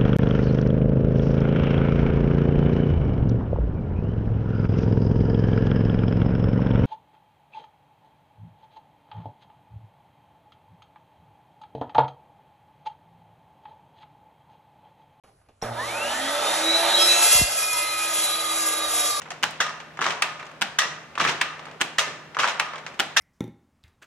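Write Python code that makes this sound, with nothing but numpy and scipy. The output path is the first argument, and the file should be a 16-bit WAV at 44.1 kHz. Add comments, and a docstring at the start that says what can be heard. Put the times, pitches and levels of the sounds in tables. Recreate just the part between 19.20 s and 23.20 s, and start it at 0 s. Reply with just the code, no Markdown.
"""A wooden fly-shuttle handloom in a small hard-walled room, one round trip of the shuttle every 1.2 s.
The picker cracks the shuttle across; it slams into the far box, which rings on.
The return throw knocks, scrapes and rattles, ends in a dry clack, and the warp rustles after it.
Ticks, creaks and treadle bumps fall in between; low noise and a hum run throughout.
Contacts are pushes, filtered noise bursts and decaying modes; the room is noise that follows them by band."""
import sys
import numpy as np
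from scipy import signal
from scipy.fft import rfft, irfft
from scipy.io import wavfile

SR = 44100
rng = np.random.default_rng(int(sys.argv[2]) if len(sys.argv) > 2 else 0)


def transcribe(signal):
    """Save signal, clipped to [-1, 1], as a 16-bit WAV file at the path in sys.argv[1]."""
    frames = np.atleast_2d(signal).T
    limited = np.clip(frames, -1, 1)
    pcm = np.round(limited * 32767).astype(np.int16)
    wavfile.write(sys.argv[1], SR, pcm)


N = 176400
T = np.arange(N) / SR

# Outward throws. Each row: time in s, level in dB, delay until the picker meets its stop in s,
# level of that stop in dB.
THROWS = [(0.233, -20.5, 0.0058, -19.5), (1.4174, -22.5, 0.0059, -22), (2.6127, -20, .0057, -23),
          (3.7972, -21, 0.0059, -20)]
# Shuttle slams into the far box. Each row: time in s, level in dB, lead of the first touch in s,
# delay until it wedges in s, level of wedging in dB, tilt in dB per octave, pitch of the box in Hz,
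# level of the box ring in dB.
SLAMS = [(0.4043, -18.5, 0.0024, 0.0046, -20, -2.5, 1906, -32.5),
         (1.5883, -14.5, 0.0026, 0.0032, -19.5, 0.5, 1931, -27),
         (2.7852, -15.5, 0.0029, .007, -17, -0.5, 2085, -34),
         (3.9685, -14.5, 0.0042, 0.004, -13.5, 0, 1803, -25)]
# Shuttle rebounds in the far box. Each row: time in s, level in dB.
REBOUNDS = [(0.466, -31.5), (0.494, -32), (1.619, -23), (1.633, -29), (1.645, -31), (2.831, -36),
            (2.88, -34)]
# Shuttle lands in the home box. Each row: time in s, level in dB, lead of the first touch in s.
LANDINGS = [(1.0232, -16.5, .002), (2.2145, -17, .0024), (3.3989, -18.5, 0.0023)]
# Return throws, shuttle chattering along the race. Each row: start in s, length in s, level in dB.
RETURNS = [(.809, .105, -34), (1.996, .112, -31.5), (3.188, .11, -32.5)]
# Shuttle scrapes the reed in the return throw. Each row: time in s, level in dB.
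SCRAPES = [(0.8098, -30), (0.82, -31), (0.824, -28), (0.8423, -25), (0.865, -27), (0.906, -26),
           (1.982, -33), (1.999, -27.5), (2.006, -28), (2.012, -24), (2.042, -26), (2.051, -26),
           (2.077, -24), (2.088, -24.5), (2.095, -25.5), (3.188, -25.5), (3.196, -25), (3.201, -22),
           (3.232, -26.5), (3.245, -31.5), (3.276, -27), (3.283, -28)]
# Picker and sley knocks in the return throw. Each row: time in s, level in dB, pitch in Hz.
KNOCKS = [(0.7908, -27, 1130), (0.8157, -23.5, 1190), (0.8565, -25, 1260), (0.8652, -22, 1070),
          (0.8743, -30, 1480), (1.977, -25.5, 1160), (2.0028, -20.5, 1186), (2.0502, -20, 1127),
          (2.0636, -26.5, 1700), (3.168, -25, 1100), (3.1935, -21, 1250), (3.234, -22.5, 1330),
          (3.2425, -19.5, 1160)]
# Heddle sticks and cords tick. Each row: time in s, level in dB, tilt in dB per octave.
TICKS = [(.018, -38, 4.5), (0.105, -32, 4.5), (0.116, -35, 2.5), (.307, -45, 17), (.602, -37.5, 2),
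         (0.772, -38.5, 0), (1.196, -38.5, 2), (1.228, -37, -1.5), (1.315, -56, 9), (2.601, -40, 0),
         (1.255, -47, 4), (1.266, -43.5, 3), (1.954, -35, 1), (2.393, -37.5, 0.5), (2.454, -40.5, 3),
         (2.467, -42, -5.5), (2.513, -46.5, 3), (3.147, -35.5, 1.5), (3.534, -33, -1), (3.557, -35.5, 1),
         (3.581, -38.5, 2.5), (3.6642, -32, 2.5), (3.679, -41.5, 2), (3.742, -47.5, 5)]
# Brief creaks of the frame. Each row: time in s, centre in Hz, level in dB.
CREAKS = [(.108, 676, -35), (1.199, 2420, -40.5), (2.548, 423, -47), (3.543, 1250, -35.5)]
# Treadle bumps. Each row: start in s, level in dB before the rise and decay.
BUMPS = [(.115, -52), (.30, -55), (1.64, -45), (2.05, -36), (2.45, -54), (2.864, -42)]

# Spectra of the struck parts and of the noise floor. Each row: frequency in Hz, relative level in dB.
PICKER_SPECTRUM = [(30, -51), (50, -38), (90, -23.5), (200, -15.5), (330, -9), (560, -16.5), (800, -9.5),
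                   (1560, -3.5), (2380, -8.5), (2950, -0.5), (4100, -13), (5500, -13), (7900, -16),
                   (12500, -32.5), (14600, -26), (16000, -51)]
FAR_BOX_SPECTRUM = [(35, -74), (80, -41), (460, -22), (690, -13), (960, -9.5), (1220, -3.5), (1630, -5),
                    (1900, 2), (2430, -13), (2650, 0), (3320, -6.5), (3790, -0.5), (4150, -7.5),
                    (6100, -4.5), (9000, -15), (12000, -26.5), (14500, -31), (16000, -45)]
HOME_BOX_SPECTRUM = [(47, -52), (80, -35), (270, -16.5), (520, -21.5), (900, -2), (1200, -1.5), (1450, 0),
                     (1860, 2), (2450, -1), (3100, -2), (4140, -7.5), (7700, -11.5), (10700, -21.5),
                     (12000, -42), (14300, -28), (16000, -26)]
SLEY_SPECTRUM = [(47, -87), (80, -29), (136, -16), (242, -20.5), (369, -8.5), (441, -18.5), (1170, -1.5),
                 (1600, -4.5), (3170, -4), (4620, -19.5), (5900, -10), (12800, -44), (14300, -53),
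                 (16000, -60)]
RACE_SPECTRUM = [(100, -32), (400, -12), (1100, -5.5), (1700, 0.5), (2900, -1), (4300, -9), (5900, -11),
                 (8000, -19.5), (12000, -34), (16000, -43)]
STICKS_SPECTRUM = [(100, -16), (600, 1.5), (1300, 7), (2800, 0.5), (4500, -11), (7000, -13.5),
                   (11000, -35.5), (16000, -53)]
TREADLE_SPECTRUM = [(30, -64), (70, -27), (110, -18), (145, -3), (200, -14), (280, -11), (450, -10),
                    (900, -28), (4000, -54)]
FLOOR_SPECTRUM = [(25, -41), (38, -43), (50, -7), (62, -9.5), (100, -4), (200, 0), (400, -3.5),
                  (1000, -2.5), (2500, -8.5), (6000, -22), (16000, -41.5)]

# Clear modes of a contact. Each row: frequency in Hz, energy relative to push and crack in dB, t60 in s.
PICKER_MODES = [(800, -16.5, 0.089), (1430, -11, 0.02), (1700, -10.5, 0.018), (2080, -9.5, 0.0073),
                (3130, -21, 0.0092)]
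FAR_MODES = [(1245, -31, 0.085), (1437, -24, 0.13), (1738, -10.5, 0.021), (1966, -10.5, 0.039),
             (2690, -13.5, 0.065), (3323, -6.5, 0.02), (3660, -14.5, 0.029)]
HOME_MODES = [(1300, -19, 0.19), (1873, 9, 0.016), (2080, -8, 0.031), (2680, 6, 0.098)]
SLEY_MODES = [(793, -15, 0.036), (1110, -8.5, 0.034), (1174, -14, 0.065), (1280, -17, 0.044),
              (1716, -1.5, 0.052)]
# Long ring of the boxes after each arrival. Each row: frequency in Hz, level in dB re the ring level, t60 in s.
ARRIVAL_RING = [(599, -17.5, 1), (980, -11.5, 0.63), (1045, -11, 0.54), (1157, -5, 0.38), (1222, -3, 0.7),
                (1263, -2.5, 0.46), (1753, -12, 1), (2720, -9.5, 0.68), (3680, -17, 0.68), (5760, -15, 0.64)]
# Far box with the shuttle wedged in it. Each row: multiple of its pitch, level in dB re its ring, t60 in s.
BOX_RING = [(1, -0.5, 0.44), (2.928, -6.5, 0.37), (3.22, -17, 0.65)]

# Room decay. 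Each row: frequency in Hz, t60 in s.
ROOM_T60 = [(150, 0.3), (500, 0.78), (1200, 0.83), (3000, 0.51), (7000, 0.5), (15000, 0.14)]
# Room strength. Each row: frequency in Hz, gain in dB.
ROOM_GAIN = [(100, 1), (190, 3), (260, -1.5), (350, 1.5), (600, 4.5), (850, -0.5), (1200, -4.5), (3000, -4),
             (6000, -4.5), (10000, -10.5), (16000, -4)]
# Likeness of the two channels in scattered sound. Each row: frequency in Hz, correlation.
LIKENESS = [(40, 0.31), (150, 0.89), (500, 0.84), (1000, 0.6), (2000, 0.5), (4000, 0.012), (8000, 0.04),
            (16000, .1)]

RING_SLAM_DB, RING_LANDING_DB = -30, -33.5
RING_SPLIT_AT_1KHZ_HZ = 11  # rms spread of a mode group
EARLY_SHARE, EARLY_DB, ROOM_DELAY_S = 0.23, -1.5, 0.0036  # early t60 as a share of the tail's
PORT_LAG_S, LAG_SCATTER = 0.000052, 0.65  # scatter as a share of the lag
FLOOR_DB, HUM_HZ, HUM_DB = -48.5, 155, -57
TOP_HZ = 16200


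def amp(db):
    """dB to amplitude."""
    return 10 ** (np.asarray(db) / 20)


def curve(points, hz):
    """Read (Hz, value) points on a log-frequency axis."""
    p = np.array(points, float)
    return np.interp(np.log(hz + 1), np.log(p[:, 0]), p[:, 1])


def unit(x):
    """Scale to unit energy per channel."""
    return x / np.sqrt(np.mean(np.sum(x ** 2, axis=-1)) + 1e-18)


def unit_rms(x):
    """Scale to rms 1 over the whole signal."""
    return unit(x) * np.sqrt(x.shape[-1])


def unit_10ms(x):
    """Scale to the energy of 10 ms at rms 1."""
    return unit(x) * np.sqrt(SR / 100)


def fade(t, t60_s):
    """Exponential decay, -60 dB at t60."""
    return np.exp(-np.log(1000) * t / max(t60_s, 1e-4))


def colour(x, spectrum, tilt_db=0):
    """Minimum-phase filter with the given spectrum, tilted per octave about 2 kHz, untilted slope below 500 Hz."""
    n = x.shape[-1]
    hz = np.arange(n // 2 + 1) * SR / n
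    db = curve(spectrum, hz) + tilt_db * np.log2(np.maximum(hz, 500) / 2000)
    cepstrum = irfft(np.log(amp(db)), n)
    cepstrum[1:n // 2] *= 2  # fold onto positive time
    cepstrum[n // 2 + 1:] = 0
    return irfft(rfft(x) * np.exp(rfft(cepstrum)), n)


def diffuse(n):
    """Stereo noise, most alike in the low mids and nearly unrelated in the treble."""
    mid, side = rfft(rng.standard_normal((2, n)))
    c = np.clip(curve(LIKENESS, np.arange(len(mid)) * SR / n), -.99, .99)
    mid, side = mid * np.sqrt(1 + c), side * np.sqrt(1 - c)
    return irfft(np.array([mid + side, mid - side]), n) / np.sqrt(2)


def ports(x):
    """Direct sound usually reaches the left port just before the right; the lag varies per contact."""
    hz = np.arange(len(x) // 2 + 1) * SR / len(x)
    lag_s = PORT_LAG_S * (1 + LAG_SCATTER * rng.standard_normal())
    right = irfft(rfft(x) * np.exp(-2j * np.pi * hz * lag_s), len(x))
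    return np.array([x, right])


def add(track, start_s, sound):
    """Mix a sound into the track at a time."""
    i = int(np.clip(start_s * SR, 0, N - 1))
    track[:, i:i + sound.shape[1]] += sound[:, :N - i]


def contact(spectrum, modes, crack_t60_s, ring_t60_s, ring_db, tilt_db=0,
            push_db=-60, push_s=0.00021, size=16384):
    """One wood-on-wood contact: a push, a crack, the frame's dense ring and clear modes; rms 1 over 10 ms."""
    t = T[:size]
    push = t / push_s * np.exp(-4 * t / push_s)
    force = amp(push_db) * unit(colour(ports(push), spectrum, tilt_db))
    burst = rng.standard_normal(size) * fade(t, crack_t60_s)
    crack = unit(colour(ports(burst), spectrum, tilt_db))
    ring = unit(colour(diffuse(size) * fade(t, ring_t60_s), spectrum, tilt_db))
    out = unit(force + crack) + amp(ring_db) * ring
    for hz, db, t60_s in modes:
        detune, phase, spread = rng.standard_normal(3)
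        right_phase = spread * .5 - 2 * np.pi * hz * PORT_LAG_S
        phases = np.pi * phase + np.array([[0], [right_phase]])
        wave = np.sin(2 * np.pi * hz * (1 + 0.0054 * detune) * t + phases)
        envelope = fade(t, t60_s) * (1 - fade(t, 0.013))
        out = out + amp(db) * unit(wave * envelope)
    return unit_10ms(out * (1 - t / t[-1]))


def knock(hz, rise_s, t60_s, size=16384):
    """A blunt blow: a few cycles of one strongly damped wood mode; rms 1 over 10 ms."""
    t = T[:size]
    envelope = (1 - np.exp(-(t / rise_s) ** 2)) * fade(t, t60_s)
    return unit_10ms(ports(np.gradient(np.sin(2 * np.pi * hz * t) * envelope)))


def clicks(per_s, scatter_db, t60_s):
    """A random train of short scuffs of uneven size; rms near 1."""
    chance, size = rng.random(N), rng.standard_normal(N)
    train = (chance < per_s / SR) * amp(scatter_db * np.clip(size, -2, 2))
    power = signal.lfilter([1], [1, -fade(2 / SR, t60_s)], train ** 2)
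    return diffuse(N) * np.sqrt(power / power.mean())


def throws(lead_s=0.005, lead_db=-9, slack_s=0.0044, slack_db=-16,
           bounce_s=0.002, bounce_db=-1, recoil_s=0.00126, recoil_db=-4):
    """The picker touches, takes up slack, hits the shuttle, bounces, cracks against its stop and recoils."""
    out = np.zeros((2, N))
    for s, db, stop_s, stop_db in THROWS:
        slack = contact(PICKER_SPECTRUM, [], crack_t60_s=.02, ring_t60_s=.03, ring_db=0, tilt_db=-2)
        add(out, s - slack_s, amp(db + slack_db) * slack)
        hits = [(s - lead_s, db + lead_db), (s, db), (s + bounce_s, db + bounce_db),
                (s + stop_s, stop_db), (s + stop_s + recoil_s, stop_db + recoil_db)]
        for at_s, level_db in hits:
            hit = contact(PICKER_SPECTRUM, PICKER_MODES, crack_t60_s=0.0051, ring_t60_s=0.014,
                          ring_db=-2.5, push_db=-1.5)
            add(out, at_s, amp(level_db) * hit)
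    return out


def slams(touch_db=-9.0, touch_hz=1600):
    """The shuttle touches the far box with a blunt knock, hits its end, wedges and rebounds."""
    out = np.zeros((2, N))
    for s, db, lead_s, wedge_s, wedge_db, tilt_db, _, _ in SLAMS:
        touch = knock(touch_hz, rise_s=.0008, t60_s=.022)
        frame = contact(FAR_BOX_SPECTRUM, [], crack_t60_s=0.0045, ring_t60_s=0.035,
                        ring_db=9.5, tilt_db=-3.5)
        add(out, s - lead_s, amp(db + touch_db) * (touch + amp(-7.5) * frame))
        hit = contact(FAR_BOX_SPECTRUM, FAR_MODES, crack_t60_s=.009, ring_t60_s=.045,
                      ring_db=-4, tilt_db=tilt_db, push_db=3)
        add(out, s, amp(db) * hit)
        wedge = contact(FAR_BOX_SPECTRUM, FAR_MODES, crack_t60_s=0.014, ring_t60_s=0.15,
                        ring_db=0, tilt_db=tilt_db)
        add(out, s + wedge_s, amp(wedge_db) * wedge)
    for s, db in REBOUNDS:
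        rebound = contact(FAR_BOX_SPECTRUM, SLEY_MODES, crack_t60_s=.008, ring_t60_s=.03,
                          ring_db=-3, tilt_db=-4, push_db=0)
        add(out, s, amp(db) * rebound)
    return out


def landings(touch_db=-7, bounce_s=0.0015, bounce_db=-5):
    """A sharp tick, a dry clack and a bounce in the home box."""
    out = np.zeros((2, N))
    for s, db, lead_s in LANDINGS:
        tick = contact(HOME_BOX_SPECTRUM, [], crack_t60_s=0.018, ring_t60_s=0.059,
                       ring_db=-15, tilt_db=0.5)
        add(out, s - lead_s, amp(db + touch_db) * tick)
        clack = contact(HOME_BOX_SPECTRUM, [], crack_t60_s=0.011, ring_t60_s=0.031, ring_db=-1, push_db=10)
        add(out, s, amp(db) * clack)
        bounce = contact(HOME_BOX_SPECTRUM, HOME_MODES, crack_t60_s=0.014, ring_t60_s=0.02,
                         ring_db=11.5, tilt_db=-2)
        add(out, s + bounce_s, amp(db + bounce_db) * bounce)
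    return out


def knocks(rise_s=0.000935, t60_s=0.0042, body_db=-5):
    """Blunt knocks of picker and sley, each at its own pitch, with a short ring of the frame."""
    out = np.zeros((2, N))
    for s, db, hz in KNOCKS:
        add(out, s, amp(db) * knock(hz, rise_s, t60_s))
        body = contact(SLEY_SPECTRUM, SLEY_MODES, crack_t60_s=.01, ring_t60_s=.035, ring_db=0, tilt_db=-4)
        add(out, s + rise_s, amp(db + body_db) * body)
    return out


def returns(attack_s=0.002, release_t60_s=0.092, chatter_cut_hz=380):
    """The return throw: the shuttle scrapes the reed in short bursts and chatters on the race."""
    out = np.zeros((2, N))
    for s, db in SCRAPES:
        scrape = contact(RACE_SPECTRUM, [], crack_t60_s=.024, ring_t60_s=.07,
                         ring_db=-2, tilt_db=.7, push_db=-9)
        add(out, s, amp(db) * scrape)
    effort = np.zeros(N)
    for s, length_s, db in RETURNS:
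        rise = np.clip((T - s) / attack_s, 0, 1)
        effort += amp(db) * rise * fade(np.maximum(T - s - length_s, 0), release_t60_s)
    chatter = colour(clicks(per_s=350, scatter_db=3, t60_s=0.014), SLEY_SPECTRUM, tilt_db=1.5)
    high_pass = signal.butter(1, chatter_cut_hz, "high", fs=SR, output="sos")
    return out + effort * unit_rms(signal.sosfilt(high_pass, chatter))


def ringing(size=32768, count=5):
    """Close groups of box modes beat as they die; the far box also rings at a pitch set by how the shuttle
    wedges."""
    out, t = np.zeros((2, N)), T[:size]
    rings = []
    for arrivals, ring_db in [(SLAMS, RING_SLAM_DB), (LANDINGS, RING_LANDING_DB)]:
        rings += [(row[0], hz, ring_db + db, t60_s) for row in arrivals for hz, db, t60_s in ARRIVAL_RING]
    for s, *_, box_hz, box_db in SLAMS:
        rings += [(s, box_hz * ratio, box_db + db, t60_s) for ratio, db, t60_s in BOX_RING]
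    for s, hz, db, t60_s in rings:
        detune, phase, spread = rng.standard_normal((3, count, 1))
        split_hz = RING_SPLIT_AT_1KHZ_HZ * np.sqrt(hz / 1000) * detune
        waves = np.exp(2j * np.pi * ((hz + split_hz) * t + phase))
        right = waves * np.exp(1j * spread * hz / 2000)
        pair = np.array([waves.sum(0), right.sum(0)]).imag
        decay = fade(t, t60_s)
        add(out, s, amp(db) * unit(pair * decay) * np.linalg.norm(decay))
    return out


def heddles(rustle_db=-46, delay_s=0.017, length_s=0.35):
    """Sticks tick, and the warp rustles while the shed changes after each landing and at the start."""
    out = np.zeros((2, N))
    for s, db, tilt_db in TICKS:
        tick = contact(STICKS_SPECTRUM, [], crack_t60_s=0.029, ring_t60_s=0.06, ring_db=-1.5, tilt_db=tilt_db)
        add(out, s, amp(db) * tick)
    motion = np.zeros(N)
    for start_s in [-.14] + [row[0] + delay_s for row in LANDINGS]:
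        progress = np.clip((T - start_s) / length_s, 0, 1)
        motion += np.sqrt(np.abs(np.sin(np.pi * progress)))
    scuffs = clicks(per_s=160, scatter_db=0.5, t60_s=0.028)
    return out + amp(rustle_db) * motion * unit_rms(colour(scuffs, STICKS_SPECTRUM, tilt_db=-1.5))


def creaks(t60_s=0.056, size=16384):
    """A joint gives a little and rings briefly in a narrow band."""
    out = np.zeros((2, N))
    for s, hz, db in CREAKS:
        band = signal.butter(2, [hz * .9, hz * 1.1], "band", fs=SR, output="sos")
        burst = diffuse(size) * fade(T[:size], t60_s)
        add(out, s, amp(db) * unit_10ms(signal.sosfilt(band, burst)))
    return out


def treadles(attack_t60_s=0.015, decay_t60_s=0.69):
    """Soft low bumps through the frame: low noise with a quick rise and slow decay."""
    effort = np.zeros(N)
    for s, db in BUMPS:
        since_s = np.maximum(T - s, 0)
        effort += amp(db) * (1 - fade(since_s, attack_t60_s)) * fade(since_s, decay_t60_s)
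    return effort * unit_rms(colour(diffuse(N), TREADLE_SPECTRUM))


def room(x, count=22):
    """Diffuse sound of loom and walls: per band, noise follows the sound's power with an early part and a tail."""
    hz = np.arange(N // 2 + 1) * SR / N
    centres_hz = np.geomspace(90, 15000, count)
    half_step = np.sqrt(centres_hz[1] / centres_hz[0])
    noise, out = rfft(diffuse(N)), 0
    for centre_hz, share in zip(centres_hz, np.eye(count)):
        edges_hz = [centre_hz / half_step, centre_hz * half_step]
        band_pass = signal.butter(2, edges_hz, "band", fs=SR, output="sos")
        power = np.mean(signal.sosfilt(band_pass, x) ** 2, axis=0)
        late_pole = fade(2 / SR, curve(ROOM_T60, centre_hz))
        early_pole = late_pole ** (1 / EARLY_SHARE)
        late = signal.lfilter([1 - late_pole], [1, -late_pole], power)
        early = signal.lfilter([1 - early_pole], [1, -early_pole], power)
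        level = np.sqrt(late + amp(EARLY_DB) ** 2 * early)
        swell = np.interp(T - ROOM_DELAY_S, T, level, left=0)
        weight = curve(list(zip(centres_hz, share)), hz) * (hz > 60)  # triangle over log frequency
        band = unit_rms(irfft(noise * np.sqrt(weight), N))
        out = out + amp(curve(ROOM_GAIN, centre_hz)) * swell * band
    return out


def background(waver=0.21, waver_hz=5):
    """Low room noise and a hum wavering in level and phase."""
    low_pass = signal.butter(2, waver_hz, fs=SR, output="sos")
    drift = signal.sosfilt(low_pass, rng.standard_normal((2, N)))
    in_phase, quadrature = waver * unit_rms(drift)
    angle = 2 * np.pi * HUM_HZ * T
    hum = (1 + in_phase) * np.sin(angle) + quadrature * np.cos(angle)
    floor = unit_rms(colour(diffuse(N), FLOOR_SPECTRUM))
    return amp(FLOOR_DB) * floor + amp(HUM_DB) * np.sqrt(2) * hum


def scene():
    """Throws, slams, landings, rattle and ticks sound directly and through the room; the rest directly."""
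    throw, slam, landing = throws(), slams(), landings()
    rattle, ticks = knocks() + returns(), heddles()
    send = amp(-7.5) * throw + amp(-5) * slam + amp(-6.5) * landing
    send = send + amp(-3.0) * rattle + amp(-6.5) * ticks
    direct = throw + slam + landing + rattle + ticks
    return direct + room(send) + ringing() + creaks() + treadles() + background()


def record(dry, ceiling=0.6, low_cut_hz=42):
    """Thin the deep bass, round the highest peaks and cut the top."""
    high_pass = signal.butter(4, low_cut_hz, "high", fs=SR, output="sos")
    dry = signal.sosfilt(high_pass, dry)
    soft = dry / (1 + (dry / ceiling) ** 4) ** .25
    low_pass = signal.ellip(8, .2, 70, TOP_HZ, fs=SR, output="sos")  # 0.2 dB ripple, 70 dB stop
    return signal.sosfilt(low_pass, soft)


dry = scene()
out = record(dry)
transcribe(out)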